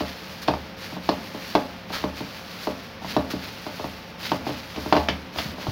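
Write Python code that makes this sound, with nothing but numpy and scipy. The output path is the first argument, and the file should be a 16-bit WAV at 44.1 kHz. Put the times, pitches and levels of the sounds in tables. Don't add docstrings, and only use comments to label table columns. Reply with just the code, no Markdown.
import sys
import numpy as np
from scipy import signal
from scipy.fft import rfft, irfft, next_fast_len
from scipy.io import wavfile
from scipy.ndimage import map_coordinates

SR = 44100
rng = np.random.default_rng(int(sys.argv[2]) if len(sys.argv) > 2 else 0)


def put_to_file(sound):
    columns = np.atleast_2d(sound).T
    safe = np.clip(columns, -1, 1)
    whole_steps = np.round(safe * 32767)
    wavfile.write(sys.argv[1], SR, whole_steps.astype(np.int16))


N = 251918

# (time [s], thwack [dB], bowl ring [dB], brightness of the ring [dB per octave], boom [dB])
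BLOWS = [(0.0067, -18, -25.5, 1, -36.5), (0.484, -6, -22.5, -1, -34.5), (0.538, -14, -33, -2, -48),
         (0.9246, -28.5, -40, -6, -60), (0.9674, -24.5, -36, -5, -46), (1.0908, -6, -21, 3, -47),
         (1.116, -39, -33, 2, -49), (1.346, -29, -35, 2, -58), (1.5523, -3.5, -20.5, 4.5, -46.5),
         (1.904, -23.5, -36.5, -2, -49), (2.0399, -15, -24.5, 0, -40), (2.2065, -26.5, -32.5, -2.5, -49),
         (2.6717, -15, -25.5, 3.5, -48), (3.02, -28, -45, -6, -56), (3.0465, -22, -43, -10, -51),
         (3.1656, -8, -20, 1, -37), (3.335, -27.5, -28.5, -3.5, -51), (3.6659, -22.5, -34.5, 2.5, -59),
         (3.7971, -23.5, -34, 4.5, -51), (3.843, -19, -32, -3.5, -40), (4.318, -9, -24.5, 0.5, -48),
         (4.468, -17.5, -29, -2, -60), (4.492, -23, -27, 0, -44), (4.761, -26, -41, 0, -53),
         (4.7768, -30, -31, 1.5, -41.5), (4.861, -22, -31, -2, -36), (4.9254, -1.5, -20, 5, -49),
         (4.9525, -11.5, -30, -1, -39), (4.9654, -8, -21.5, 4, -33.5), (5.087, -12.5, -27.5, -1.5, -34),
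         (5.36, -24, -41, 5, -38.5), (5.5835, -27, -42, 7.5, -60), (5.6686, -18, -32.5, -2, -34)]
# (time [s], relative glove rustle [dB], relative tug on the bowl [dB])
LIFTS = [(0.85, -36.5, -49), (1.96, -37, -41), (3.1, -34, -39), (4.264, -30.5, -38.5), (5.41, -31.5, -35.5)]
# (frequency [Hz], level [dB])
FIZZ = [(2000, -22), (4500, 14.5), (6500, 4), (8100, -8), (10000, -3.5), (12000, 0.5), (13200, -2),
        (15500, 3.5), (17000, -20)]


def amp(db):
    return 10 ** (np.asarray(db) / 20)


def unit(x):
    return x / np.sqrt(np.mean(x ** 2) + 1e-20)


def along(points, hz):
    freqs, values = np.transpose(points)
    return np.interp(np.log(hz + 1), np.log(freqs), values)


def wobble(rate):
    knots = rng.standard_normal(int(N * rate / SR) + 4)
    return map_coordinates(knots, [np.arange(N) * rate / SR])


def add(track, s, sound):
    start = max(round(s * SR), 0)
    track[start:start + len(sound)] += sound[:N - start]


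def colour(x, spectrum, size=8192):
    gains = amp(along(spectrum, np.fft.rfftfreq(size, 1 / SR)))
    cepstrum = irfft(np.log(gains))
    pulse = irfft(np.exp(rfft(2 * cepstrum[:size // 2], size)))
    return signal.fftconvolve(x, pulse / np.linalg.norm(pulse))[:len(x)]


def swell(t, peak_s):
    return t / peak_s * np.exp(1 - t / peak_s)


def crackle(rate, spread_db):
    sizes = amp(spread_db * np.clip(rng.standard_normal(N), -2, 2))
    ticks = rng.random(N) < rate / SR
    return unit(ticks * rng.standard_normal(N) * sizes)


def moves(rows, attack_s, fall_db_per_s, bend):
    t, power = np.arange(N) / SR, np.zeros(N)
    for s, db in rows:
        rise = np.clip(1 + (t - s) / attack_s, 0, 1) ** bend
        fall = amp(db - fall_db_per_s * np.maximum(t - s, 0))
        power += (rise * fall) ** 2
    return np.sqrt(power)


def room_tail(build_s):
    # (frequency [Hz], t60 [s])
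    decay_times = [(100, .5), (300, .36), (800, .22), (2000, .23), (5000, .2), (15000, .15)]
    hz, frame_s, noise = signal.stft(rng.standard_normal(SR // 2), SR, nperseg=256)
    decay = amp(-60 * frame_s / along(decay_times, hz)[:, None])
    echo = signal.istft(noise * decay, SR, nperseg=256)[1]
    echo *= 1 - np.exp(-np.arange(len(echo)) / SR / build_s)
    return echo / np.linalg.norm(echo)


def in_room(x, walls_db, room_db):
    # (delay [s], relative gain [linear])
    walls = [(.0044, 0.19), (.0065, 0.31), (.0131, 0.086), (.0166, 0.11), (.0275, 0.053)]
    early = sum(gain * np.pad(x, (round(delay * SR), 0))[:len(x)] for delay, gain in walls)
    diffuse = signal.fftconvolve(x, room_tail(build_s=0.0024))[:len(x)]
    return x + amp(walls_db) * early + amp(room_db) * diffuse


def thwack(t, hz, peak_s):
    pitch = hz * (1 + .04 * rng.standard_normal())
    return -swell(t, peak_s) * np.sin(2 * np.pi * pitch * t)


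def smack(t, t60):
    # (frequency [Hz], level [dB])
    spectrum = [(300, -14), (900, -17), (1500, 10.5), (2100, 3.5), (3300, 4.5), (4300, 4), (5400, -0.5),
                (6600, -18), (8100, -32), (15000, -23)]
    return colour(rng.standard_normal(len(t)) * amp(-60 * t / t60), spectrum)


def bowl_ring(t, t60_share, scatter_db, attack_s, bright_db=0):
    # (frequency [Hz], relative level [dB], t60 with no hand on it [s])
    modes = [(132.6, -22, 0.32), (180.5, -23, 0.37), (192.6, -24.5, 0.6), (222, -15, 0.085),
             (267.8, -22.5, 0.7), (296.1, -13, 0.22), (366, -13.5, 0.097), (432.7, -15, 0.17),
             (540.5, -22.5, 0.32), (604.5, -17, 0.3), (695, -32.5, 0.84), (756, -36, 0.27),
             (832, -40, 0.62), (851, -26.5, 0.42), (976, -28.5, 0.17), (1130, -33, 0.46),
             (1122, -23, 0.088), (1218, -31, 0.17), (1330, -40, 0.095), (1412, -56, 0.043)]
    pivot_hz = 360
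    ring = np.zeros(len(t))
    for k, (hz, db, t60) in enumerate(modes):
        sign = (-1) ** (k // 2)
        start_db = db + bright_db * np.log2(hz / pivot_hz) + scatter_db * rng.standard_normal()
        ring += sign * amp(start_db - 60 * t / (t60 * t60_share)) * np.sin(2 * np.pi * hz * t)
    return ring * (1 - np.exp(-t / attack_s))


def blows():
    out, t = np.zeros(N), np.arange(SR // 2) / SR
    for s, db, ring_db, bright_db, boom_db in BLOWS:
        push = amp(db + 2) * thwack(t, hz=812, peak_s=0.00051)
        crack = amp(1.24 * db - 12.5) * smack(t, t60=0.025)
        impact = in_room(push + crack, walls_db=-1.5, room_db=-6.5)
        modes = bowl_ring(t, t60_share=0.75, scatter_db=1.2, attack_s=.002, bright_db=bright_db)
        ring = amp(ring_db + 15.5) * modes
        boom = amp(boom_db + 1) * swell(t, peak_s=0.038) * np.sin(2 * np.pi * 75.4 * t)
        add(out, s, impact + ring + boom)
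    return out


def stillness():
    lead_s, slowing_s, restart_s = 0.087, 0.13, 0.013
    since_rests = [np.arange(N) / SR - (s - lead_s) for s, _, _ in LIFTS]
    return sum(np.exp(-np.where(t < 0, -t / slowing_s, t / restart_s)) for t in since_rests)


def reaching():
    lag_s, width_s = 0.15, 0.038
    t = np.arange(N) / SR
    return sum(np.exp(-((t - s - lag_s) / width_s) ** 2) for s, _, _ in LIFTS)


def glove():
    # (time [s], relative rustle [dB])
    grips = [(0.01, -36.5), (0.08, -36.5), (1.04, -39), (1.11, -39), (2.185, -35), (3.44, -37),
             (4.48, -34.5), (4.98, -35), (5.615, -35), (5.7, -40)]
    # (time [s], relative rustle [dB])
    folds = [(0.42, -56), (1.52, -37.5), (2.65, -39.5), (3.82, -42.5), (4.9, -40)]
    # (frequency [Hz], level [dB])
    spectrum = [(300, -8), (800, -3), (1500, 2.5), (2500, 2.5), (4400, 0.5), (5400, -5.5), (6500, -16),
                (8000, -42), (15000, -31)]
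    lift = moves([(s, db) for s, db, _ in LIFTS], attack_s=0.11, fall_db_per_s=115, bend=2.0)
    grip = moves(grips, attack_s=0.034, fall_db_per_s=139, bend=0.63)
    fold = moves(folds, attack_s=0.42, fall_db_per_s=113, bend=2.3)
    knead = amp(-43 - 13.5 * stillness())
    flutter_db = .9 * wobble(45) + .6 * wobble(16)
    contact = amp(flutter_db - 5.5 * reaching())
    creases, fine = crackle(rate=5000, spread_db=2.8), crackle(rate=14000, spread_db=1)
    rustle = amp(-2) * np.linalg.norm([lift, grip, fold, knead], axis=0)
    fizz = np.linalg.norm([amp(-8) * lift, amp(-10) * grip, amp(-5.5) * fold, amp(-6) * knead], axis=0)
    return colour(rustle * contact * creases, spectrum) + colour(fizz * contact * fine, FIZZ)


def rubbing():
    # (frequency [Hz], level [dB])
    rub_spectrum = [(60, -28), (130, -4), (220, 9), (400, -3), (900, -5.5), (1400, -9.5), (3000, -38)]
    # (frequency [Hz], level [dB])
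    rumble_spectrum = [(15, -12), (30, -31), (42, -8), (58, -20), (75, 4), (90, -3.5), (125, -11),
                       (200, -31), (600, -65)]
    steady_db, tug_lag_s = -48.5, 0.11
    slides = [(s, ring_db - 11.5) for s, _, ring_db, _, _ in BLOWS]
    spreading = moves(slides, attack_s=0.0026, fall_db_per_s=88, bend=0.67)
    tug = moves([(s + tug_lag_s, db) for s, _, db in LIFTS], attack_s=0.19, fall_db_per_s=29, bend=0.63)
    slips = crackle(rate=1300, spread_db=4)
    modes = bowl_ring(np.arange(SR // 2) / SR, t60_share=1, scatter_db=1.5, attack_s=0.0049)
    ring = amp(-14.5) * unit(signal.fftconvolve(slips, modes)[:N])
    drag = amp(0.5) * colour(crackle(rate=1400, spread_db=1.5), rub_spectrum)
    pressure = np.sqrt(amp(steady_db) ** 2 + spreading ** 2 + (amp(-6) * tug) ** 2)
    rumble = amp(-8.5) * unit(colour(rng.standard_normal(N), rumble_spectrum))
    return pressure * (drag + ring) + (amp(-55) + tug) * rumble


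def room_tone():
    # (frequency [Hz], rms level [dB])
    tones = [(75.4, -64), (102.3, -55), (177.6, -50), (446.8, -59.5), (532.9, -54), (888.2, -58.5)]
    # (frequency [Hz], level [dB])
    air_spectrum = [(30, -18), (60, -2), (120, -4.5), (190, 1), (330, -9.5), (550, -4.5), (900, -8),
                    (1500, -9), (2500, -10), (4200, -17), (5500, -19), (7800, -45), (15000, -34.5)]
    hum, t = np.zeros(N), np.arange(N) / SR
    for hz, db in tones:
        gain = np.sqrt(2) * amp(db + 2 * wobble(6))
        hum += gain * np.sin(2 * np.pi * hz * t + .7 * wobble(12))
    return hum + amp(-42) * unit(colour(rng.standard_normal(N), air_spectrum))


def squelches():
    # (time [s], level [dB], swell time [s], relative fizz [dB])
    tears = [(.412, -38, 0.015, -2), (1.913, -30, 0.034, -8.5), (3.298, -31.5, 0.014, -4.5),
             (5.371, -30, 0.014, -7.5)]
    # (frequency [Hz], level [dB])
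    spectrum = [(300, -2), (800, -1), (1300, 6), (1900, 3.5), (2800, 0), (4400, 2), (5400, -7), (6500, -21),
                (8000, -37), (15000, -50)]
    wet, fizz, t = np.zeros(N), np.zeros(N), np.arange(SR // 3) / SR
    for s, db, swell_s, fizz_db in tears:
        burst = amp(db) * swell(t, swell_s) ** 2
        add(wet, s, burst)
        add(fizz, s, burst * amp(fizz_db))
    threads, spray = crackle(rate=4000, spread_db=3), crackle(rate=12000, spread_db=1.5)
    return colour(wet * threads, spectrum) + colour(fizz * spray, FIZZ)


def pops():
    # (time [s], relative level [dB])
    pockets = [(0.4785, -17), (4.7605, -25.5), (4.968, -18.5), (5.086, -11), (5.107, -31), (5.386, -15.5)]
    # (frequency [Hz], level [dB])
    spectrum = [(200, -3), (700, 6), (1400, -2), (2000, -1.5), (2900, 1.5), (4000, -2), (5400, -8),
                (6600, -22), (8100, -35), (15000, -34)]
    t60_s = 0.048
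    out, t = np.zeros(N), np.arange(SR // 2) / SR
    for s, db in pockets:
        burst = rng.standard_normal(len(t)) * amp(db - 4.5 - 60 * t / t60_s)
        add(out, s, in_room(colour(burst, spectrum), walls_db=-11, room_db=-5))
    return out


def bumps():
    # (time [s], level [dB], frequency [Hz])
    knocks = [(5.457, -24.5, 136), (5.684, -16.5, 116)]
    out, t = np.zeros(N), np.arange(SR // 4) / SR
    for s, db, hz in knocks:
        add(out, s, amp(db) * thwack(t, hz, peak_s=0.0036))
    return out


def scene():
    return (blows() + bumps() + pops() + squelches() + glove() + rubbing() + room_tone())[None]


def record(dry):
    low_cut_hz, ceiling, top_hz = 35, .95, 15950
    thin = signal.sosfilt(signal.butter(2, low_cut_hz, "highpass", fs=SR, output="sos"), dry)
    rounded = thin / (1 + (thin / ceiling) ** 6) ** (1 / 6)
    size = next_fast_len(N + SR // 2)
    in_band = np.fft.rfftfreq(size, 1 / SR) < top_hz
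    return irfft(rfft(rounded, size) * in_band, size)[..., :N]


dry = scene()
out = record(dry)
put_to_file(out)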